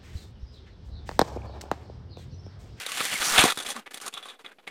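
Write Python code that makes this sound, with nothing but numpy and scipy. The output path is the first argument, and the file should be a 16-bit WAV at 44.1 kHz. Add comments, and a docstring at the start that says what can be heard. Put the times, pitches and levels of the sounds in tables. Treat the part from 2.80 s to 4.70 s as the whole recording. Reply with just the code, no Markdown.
"""A small metal kick scooter rolls in over rough asphalt, skids, slams its deck down and stops close by.
Then it is rocked and tipped under a shoe: wheels scuff in short strokes and the loose joint rattles.
Grinding and rattling are random clicks sent through the broad sound and the ringing of the metal frame.
Fading sine waves make thumps, cracks and puffs of air; gliding sine waves make rubber squeaks.
Early echoes and a faint outdoor noise complete the scene, heard by one microphone."""
import sys
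import numpy as np
from scipy import signal
from scipy.fft import rfft, irfft
from scipy.io import wavfile

SR = 44100
rng = np.random.default_rng(int(sys.argv[2]) if len(sys.argv) > 2 else 0)


def natural_amplitude(level_db):
    """Convert a level in decibels to a linear amplitude factor, elementwise."""
    exponent = np.asarray(level_db, float) / 20
    return 10 ** exponent


def digitize_waveform(pressure):
    """Quantize a signal to 16-bit integers and store it at the path in sys.argv[1].

    Rows of a 2-D input are taken as channels; values are limited to [-1, 1].
    """
    field = np.atleast_2d(pressure).T
    bounded = np.clip(field, -1, 1)
    quanta = np.round(bounded * 32767).astype(np.int16)
    wavfile.write(sys.argv[1], SR, quanta)


N = 83790


def rms_one(x):
    """Scale to rms 1."""
    return x / np.sqrt(np.mean(x ** 2) + 1e-20)


def energy_one(x):
    """Scale to energy 1."""
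    return x / np.sqrt(np.sum(x ** 2))


def colour(spectrum):
    """Filter with this spectrum that reacts as early as possible (minimum phase), energy 1."""
    hz, db = np.transpose(spectrum)
    grid = np.arange(2049) * SR / 4096 + 1
    log_size = np.interp(np.log(grid), np.log(hz), db) * np.log(10) / 20
    cepstrum = irfft(log_size)
    # folding the second half onto the first puts the sound after the click
    cepstrum[1:2048] *= 2
    cepstrum[2049:] = 0
    return energy_one(irfft(np.exp(rfft(cepstrum))))


def focus(x, hz, q, lift_db):
    """Add a resonant band around hz to the sound; a higher q makes the band narrower."""
    r = np.exp(-np.pi * hz / q / SR)
    forward = np.array([1, 0, -1]) * (1 - r * r) / 2
    feedback = [1, -2 * r * np.cos(2 * np.pi * hz / SR), r * r]
    return x + natural_amplitude(lift_db) * signal.lfilter(forward, feedback, x)


def grains(per_s, spread_db):
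    """Random clicks of uneven size and sign, like many tiny contacts; rms 1."""
    sizes = natural_amplitude(spread_db * np.minimum(rng.exponential(1, N), 4)) * rng.choice([-1, 1], N)
    return rms_one(sizes * (rng.random(N) < per_s / SR))


def outdoor_air():
    """Faint distant outdoor floor: steady noise with a fixed spectrum."""
    # spectrum of the floor: (f/Hz, relative level/dB)
    air = [(30, -15.5), (80, -14), (130, -15), (220, 1.5), (450, 5.5), (900, -9), (2500, -10.5),
           (4000, -18), (8000, -26.5), (12500, -20), (15500, -29.5)]
    noise = rng.standard_normal(N + 4096)
    return natural_amplitude(-67) * signal.fftconvolve(noise, colour(air))[4096:4096 + N]


def echoes(near):
    """Ground and kerb send back weaker, later copies with softened treble."""
    # reflections: (delay/s, level before softening/dB)
    reflections = [(.004, -16.5), (.011, -23.5), (.023, -24)]
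    out = np.zeros(N)
    for delay, db in reflections:
        lag = int(delay * SR)
        out[lag:] += natural_amplitude(db) * signal.lfilter([.4], [1, -.6], near)[:N - lag]
    return out


def puffs():
    """Air pushed at the microphone, and other brief low swells: low sine swings that fade away."""
    # low swings, most of them air pushed at the microphone: (start t/s, starting level/dB, f/Hz, time to fade
    # to 37 percent/s)
    pushes = [(0.51, -38, 10, .08), (0.4, -38, 47, .01), (.59, -22, 62, 0.0081), (0.32, -44.5, 120, 0.011),
              (0.87, -44, 70, 0.004)]
    out, t = np.zeros(N + SR), np.arange(SR // 2) / SR
    for s, db, hz, fade in pushes:
        swing = np.exp(-t / fade) * np.sin(2 * np.pi * hz * t)
        out[int(s * SR):][:len(t)] += natural_amplitude(db) * swing
    return out[:N]


def squeaks():
    """Rubber sticking and slipping: short gliding tones with soft ends."""
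    # tones: (start t/s, length/s, level/dB, start f/Hz, end f/Hz)
    tones = [(.351, 0.018, -26, 2230, 2104), (.945, 0.064, -43, 258, 204)]
    out = np.zeros(N)
    for s, length, db, start_hz, end_hz in tones:
        u = np.arange(int(length * SR)) / (length * SR)  # 0 to 1 along the tone
        shape = np.clip(2 * np.sin(np.pi * u) ** 2, 0, 1)
        cycles = np.cumsum(start_hz + (end_hz - start_hz) * u) / SR
        out[int(s * SR):][:len(u)] += natural_amplitude(db) * shape * np.sin(2 * np.pi * cycles)
    return out


def damped_swings(hits, cycles):
    """Sine swings so heavily damped that they fall 60 dB within a few cycles."""
    out, t = np.zeros(N + SR), np.arange(4000) / SR
    for s, db, hz in hits:
        swing = natural_amplitude(db - 60 * t * hz / cycles) * np.sin(2 * np.pi * hz * t)
        out[int(s * SR):][:len(t)] -= swing
    return out[:N]


def thumps():
    """Wheels and sole thump the ground: dull, heavily damped swings."""
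    # thumps: (start t/s, starting level of the swing/dB, f/Hz)
    ground_hits = [(.206, -41, 237), (.207, -14, 1200), (0.341, -33, 211), (0.475, -34, 143),
                   (0.578, -25, 297), (.59, -19.5, 142), (.64, -4.5, 365), (.652, -11, 500),
                   (.656, -13.5, 433), (0.774, -25.5, 410), (1.142, -46, 209), (1.339, -45.5, 175),
                   (1.644, -43, 360), (1.785, -45, 700), (1.873, -37.5, 329)]
    return damped_swings(ground_hits, cycles=4.8)


def cracks():
    """Grit or a hard contact cracks once: dry, heavily damped swings."""
    # cracks: (start t/s, starting level of the swing/dB, f/Hz)
    hard_hits = [(.082, -30, 5000), (.092, -25, 6000), (.118, -18, 4030), (.18, -17.5, 3540),
                 (.2, -20.5, 2571), (.342, -13.5, 3160), (.574, -14.5, 2220), (.7735, -20.5, 1490),
                 (.9655, -24, 1780), (1.0765, -25, 2000), (1.2205, -28, 7500), (1.351, -33.5, 3600),
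                 (1.48, -32, 3460), (1.64, -48, 2970), (1.828, -53.5, 7000)]
    return damped_swings(hard_hits, cycles=5.8)


def ringing(modes):
    """Metal answering one click with a set of fading tones, energy 1."""
    longest_s = .035  # cap on the time to fall 60 dB
    t = np.arange(4096) / SR
    out = np.zeros(len(t))
    for k, (hz, db, t60) in enumerate(modes):
        fade = natural_amplitude(db - 60 * t / min(t60, longest_s))
        out += (-1) ** k * fade * np.sin(2 * np.pi * hz * t)
    return energy_one(out)


def scooter(low_push, high_push, ring_db):
    """Pushes on the frame sound through its broad colour and the ringing of deck and steering tube."""
    # broad colour of the frame, then of its hiss: (f/Hz, relative level/dB)
    frame = [(59, -64.5), (100, -10.5), (247, 0), (452, 6.5), (492, 4), (827, 3.5), (930, 0), (1160, 1.5),
             (3440, -0.5), (5500, -18.5), (7150, -36), (12100, -120)]
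    hiss = [(2650, -9), (4500, 0.5), (5020, -3), (5870, -2.5), (6380, -2.5), (9640, -2), (11700, -11),
            (14000, -9.5), (15600, -20.5)]
    # ringing tones of deck and steering tube: (f/Hz, relative level/dB, time to fall 60 dB before a cap/s)
    low_modes = [(794, 14.5, 0.0091), (1130, 16, 0.057), (1395, 12, 0.075), (1402, 10, 0.043),
                 (2240, -25, .02), (2550, 3, 0.06), (3330, 10, 0.075), (3477, 11.5, 0.02), (3600, 0, 0.055),
                 (3795, 13, 0.013)]
    high_modes = [(6060, -4, 0.06), (6390, 2.5, 0.014), (7440, -5.5, 0.045), (8310, 4, 0.018),
                  (9330, -1, .02), (10475, 10, 0.0089)]
    out = 0
    for push, spectrum, modes in ((low_push, frame, low_modes), (high_push, hiss, high_modes)):
        body = energy_one(colour(spectrum) + natural_amplitude(ring_db) * ringing(modes))
        out = out + signal.fftconvolve(push, body)[:N]
    return out


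def rattling():
    """Each jolt of the loose joint and deck is a tick and a dying chatter of metal contacts."""
    # jolts: (t/s, level before trims/dB, relative treble before trim/dB, time to fall 60 dB/s, favoured f/Hz)
    jolts = [(0.004, -26, -20, 0.05, 2500), (0.064, -14.5, -5.5, 0.031, 3840),
             (0.079, -32, -19, 0.04, 1180), (0.089, -21, -7, 0.07, 1120), (0.119, -13, -5, 0.021, 2720),
             (0.172, -17, -6, 0.092, 1680), (0.196, -14.5, -17, 0.064, 2550),
             (0.205, -5.5, -28, 0.046, 1320), (0.219, -25, -22, 0.05, 2570), (0.252, -16, 1.5, 0.041, 2460),
             (0.261, -16, -18, 0.028, 3720), (0.34, -20.5, 0.5, 0.05, 2160), (0.419, -12, -14, 0.064, 3210),
             (0.451, -14, -6, 0.11, 2100), (0.536, -8.5, -29, 0.14, 1390), (0.579, 4.5, -15, 0.064, 2680),
             (0.583, -1.5, -36, 0.035, 1820), (0.59, -9, 1, 0.062, 3670), (0.607, -8, -6.5, 0.12, 3770),
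             (0.638, 0.5, -5, 0.017, 1020), (0.649, -4.5, -9.5, 0.13, 800),
             (0.686, -11.5, -12, 0.017, 1460), (0.701, -9, -8, 0.061, 3720), (0.721, -17, 0, 0.017, 3410),
             (0.762, -34, -2, 0.032, 3470), (0.774, -20, -1, 0.026, 3540), (0.787, -18, -2, 0.025, 3370),
             (0.801, -16.5, -7, 0.054, 3230), (0.824, -28, 2.5, 0.037, 3580), (0.832, -36, 1, 0.05, 3440),
             (0.864, -19, -4, 0.048, 3120), (0.888, -17, -6.5, 0.12, 790),
             (0.903, -20.5, -1.5, 0.067, 3330), (0.915, -36.5, -5, 0.055, 3550),
             (0.956, -26, -13.5, 0.05, 1320), (0.963, -17, -11, 0.025, 1130),
             (1.066, -23.5, -26, 0.059, 2000), (1.075, -55, -18, 0.042, 2080),
             (1.143, -22.5, 0.5, 0.021, 3120), (1.173, -20.5, -6, 0.024, 3380),
             (1.201, -28, -7, 0.035, 2800), (1.214, -28.5, 2, 0.033, 1180), (1.221, -37, 5, 0.056, 1260),
             (1.257, -25, -7, 0.039, 1260), (1.263, -22.5, 1, 0.049, 1130),
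             (1.269, -23, -16.5, 0.057, 1370), (1.279, -16.5, -4, 0.025, 1340),
             (1.328, -36.5, -12.5, 0.037, 3560), (1.339, -23, -5, 0.037, 3610),
             (1.348, -27, -45, 0.078, 3640), (1.369, -22, -32.5, 0.09, 1250),
             (1.374, -21, -13, 0.052, 3220), (1.384, -46.5, -24.5, 0.045, 1460),
             (1.427, -28, -14, 0.15, 3330), (1.454, -26.5, -15, 0.14, 1080),
             (1.485, -26.5, -14.5, 0.075, 3400), (1.487, -43.5, -16.5, 0.045, 3400),
             (1.499, -29, -21, 0.12, 3180), (1.541, -37.5, -29.5, 0.12, 713),
             (1.594, -35, -22.5, 0.032, 1400), (1.647, -25.5, -22, 0.091, 2070),
             (1.662, -25.5, -18, 0.022, 3420), (1.717, -34.5, -19.5, 0.035, 1495),
             (1.786, -34, -34.5, 0.052, 740), (1.796, -46, -36, 0.053, 703),
             (1.871, -25, -30.5, 0.05, 2140), (1.876, -15, -18.5, 0.022, 2200),
             (1.883, -50, -31.5, 0.045, 1440)]
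    trim_db, treble_trim_db = -19, 10
    tick_db = 18.5 + np.array([0, -13])  # first tick: frame, treble
    t = np.arange(6000) / SR
    chatter = [grains(6000, spread_db=2.5) for _ in range(2)]
    chatter = np.pad(chatter, ((0, 0), (0, len(t))))
    pushes = np.zeros((2, N + len(t)))
    for s, db, treble_db, t60, hz in jolts:
        i = int(s * SR)
        level_db = db + trim_db
        burst = natural_amplitude(level_db - 60 * t / max(t60, .005)) * chatter[:, i:i + len(t)]
        burst[:, 0] = natural_amplitude(level_db + tick_db)
        low = focus(burst[0], hz, q=6.15, lift_db=9)
        high = burst[1] * natural_amplitude(treble_db + treble_trim_db)
        pushes[:, i:i + len(t)] += [low, high]
    thin = signal.butter(1, [500, 12000], "band", fs=SR, output="sos")
    return signal.sosfilt(thin, scooter(*pushes[:, :N], ring_db=-1))


def grind_focus(x, hz):
    """Grinding favours the frame near one pitch."""
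    return focus(x, hz, q=3.15, lift_db=3)


def scuffing(grit, fine):
    """Wheels and sole scuff in short strokes of grit while the scooter is rocked; frame and hiss pushes."""
    # strokes: (start t/s, length/s, level before trim/dB, relative hiss level/dB, favoured frame f/Hz)
    strokes = [(0.751, 0.017, -55.5, 0, 3500), (.772, 0.062, -39, -7, 1480),
               (0.846, 0.08, -38.5, -4.5, 1850), (0.941, 0.056, -42, -9, 1190),
               (0.992, 0.035, -52, -18, 1480), (1.058, 0.016, -44, -17, 1930),
               (1.106, 0.013, -45, -4, 1540), (1.132, 0.049, -46, -3, 1850),
               (1.209, 0.077, -43.5, -6.5, 1400), (1.286, 0.048, -68.5, 1, 1190),
               (1.324, 0.073, -51, -9, 2700), (1.396, .15, -53, -13, 1390),
               (1.588, 0.029, -52, -12.5, 1130), (1.641, 0.06, -50.5, -19, 1445),
               (1.71, 0.015, -49, -18.5, 1550), (1.783, 0.02, -57.5, -21, 1000),
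               (1.827, 0.021, -60.5, -21, 970), (1.867, 0.027, -44, -14.5, 2040)]
    rise_s, fall_s = 0.004, 0.046  # fall: time to drop 60 dB
    low, high, t = np.zeros(N), np.zeros(N), np.arange(N) / SR
    for s, length, db, hiss_db, hz in strokes:
        i = slice(int(s * SR), int(s * SR) + 12000)
        rise = np.clip((t[i] - s) / rise_s, 0, 1)
        shape = rise * natural_amplitude(db - 60 * np.maximum(t[i] - s - length, 0) / fall_s)
        low[i] += natural_amplitude(-4.5) * grind_focus(grit[i] * shape, hz)
        high[i] += fine[i] * shape * natural_amplitude(hiss_db)
    return low, high


def rolling(grit, fine):
    """Wheels grind on grit while rolling in, and the skidding tyre whooshes; frame and hiss pushes."""
    # course of the rolling: (t/s, level before trims/dB, relative hiss level/dB, favoured frame f/Hz)
    course = [(0, -38.5, -1, 2310), (.05, -42, -6, 2100), (.13, -41, 0, 2100), (.17, -34.5, -3, 2450),
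              (.24, -33.5, -0.5, 2070), (.3, -37, 1, 2070), (.33, -30, -5, 2700), (.38, -38, 3, 2240),
              (.42, -29, -4, 1400), (.47, -30.5, 1.5, 1200), (.52, -28, -1.5, 1160),
              (.572, -22.5, -6.5, 1206), (.6, -13, -13.5, 2650), (.618, -17.5, -12, 990),
              (.64, -21.5, -7.5, 750), (.67, -23.5, -8, 800), (.695, -24.5, -8, 1220),
              (.724, -28.5, -11.5, 1300), (.731, -52.5, 6, 2000), (.76, -56.5, 6, 2000),
              (.8, -84.5, 4, 2000)]
    skid_s, skid_length_s, skid_hz = 0.477, 0.037, 5940
    t = np.arange(N) / SR
    times, *columns = np.transpose(course)
    level_db, hiss_db, centre_hz = [np.interp(t, times, column) for column in columns]

    # blend neighbouring fixed pitches to move the favoured one
    pitches = np.geomspace(700, 3700, 6)
    place = np.interp(np.log(centre_hz), np.log(pitches), np.arange(6))
    low = 0
    for k, hz in enumerate(pitches):
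        low = low + np.clip(1 - abs(place - k), 0, 1) * grind_focus(grit, hz)
    low = natural_amplitude(level_db - 5.5) * low
    # rolling fast drives little of the frame's bass
    thin = signal.butter(2, 859, "high", fs=SR, output="sos")
    low = natural_amplitude(-5) * low + signal.sosfilt(thin, low)

    high = fine * natural_amplitude(level_db + hiss_db)
    skid = np.exp(-((t - skid_s) / skid_length_s) ** 2)
    high += (focus(high, skid_hz, q=8.6, lift_db=2) - high) * skid
    return low, high


def grinding():
    """Grit under the wheels: dense grains of flickering strength, first rolling, then in strokes."""
    flicker_db, flicker_hz = 1.2, 150  # rms depth; corner of each of two equal smoothing stages
    r = np.exp(-2 * np.pi * flicker_hz / SR)
    wander = signal.lfilter([1], [1, -2 * r, r * r], rng.standard_normal(N))
    flicker = natural_amplitude(flicker_db * rms_one(wander))
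    grit, fine = [grains(5000, spread_db=3.5) * flicker for _ in range(2)]
    roll_low, roll_high = rolling(grit, fine)
    scuff_low, scuff_high = scuffing(grit, fine)
    return scooter(roll_low + scuff_low, roll_high + scuff_high, ring_db=-25.5)


def scene():
    """Scooter with a few early echoes over the outdoor floor."""
    sources = grinding() + rattling() + thumps() + cracks() + squeaks()
    mic_cut = signal.butter(3, 106, "high", fs=SR, output="sos")
    near = signal.sosfilt(mic_cut, sources)
    out = near + puffs() + outdoor_air() + echoes(near)
    return out[None]


def top_cut(x):
    """Nothing passes above the cut-off."""
    return signal.sosfilt(signal.butter(12, 15800, fs=SR, output="sos"), x)


def record(dry):
    """Add the small steady offset of the recorder and finish the mix."""
    mix = dry + natural_amplitude(-68)
    return top_cut(mix)


dry = scene()
out = record(dry)
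digitize_waveform(out)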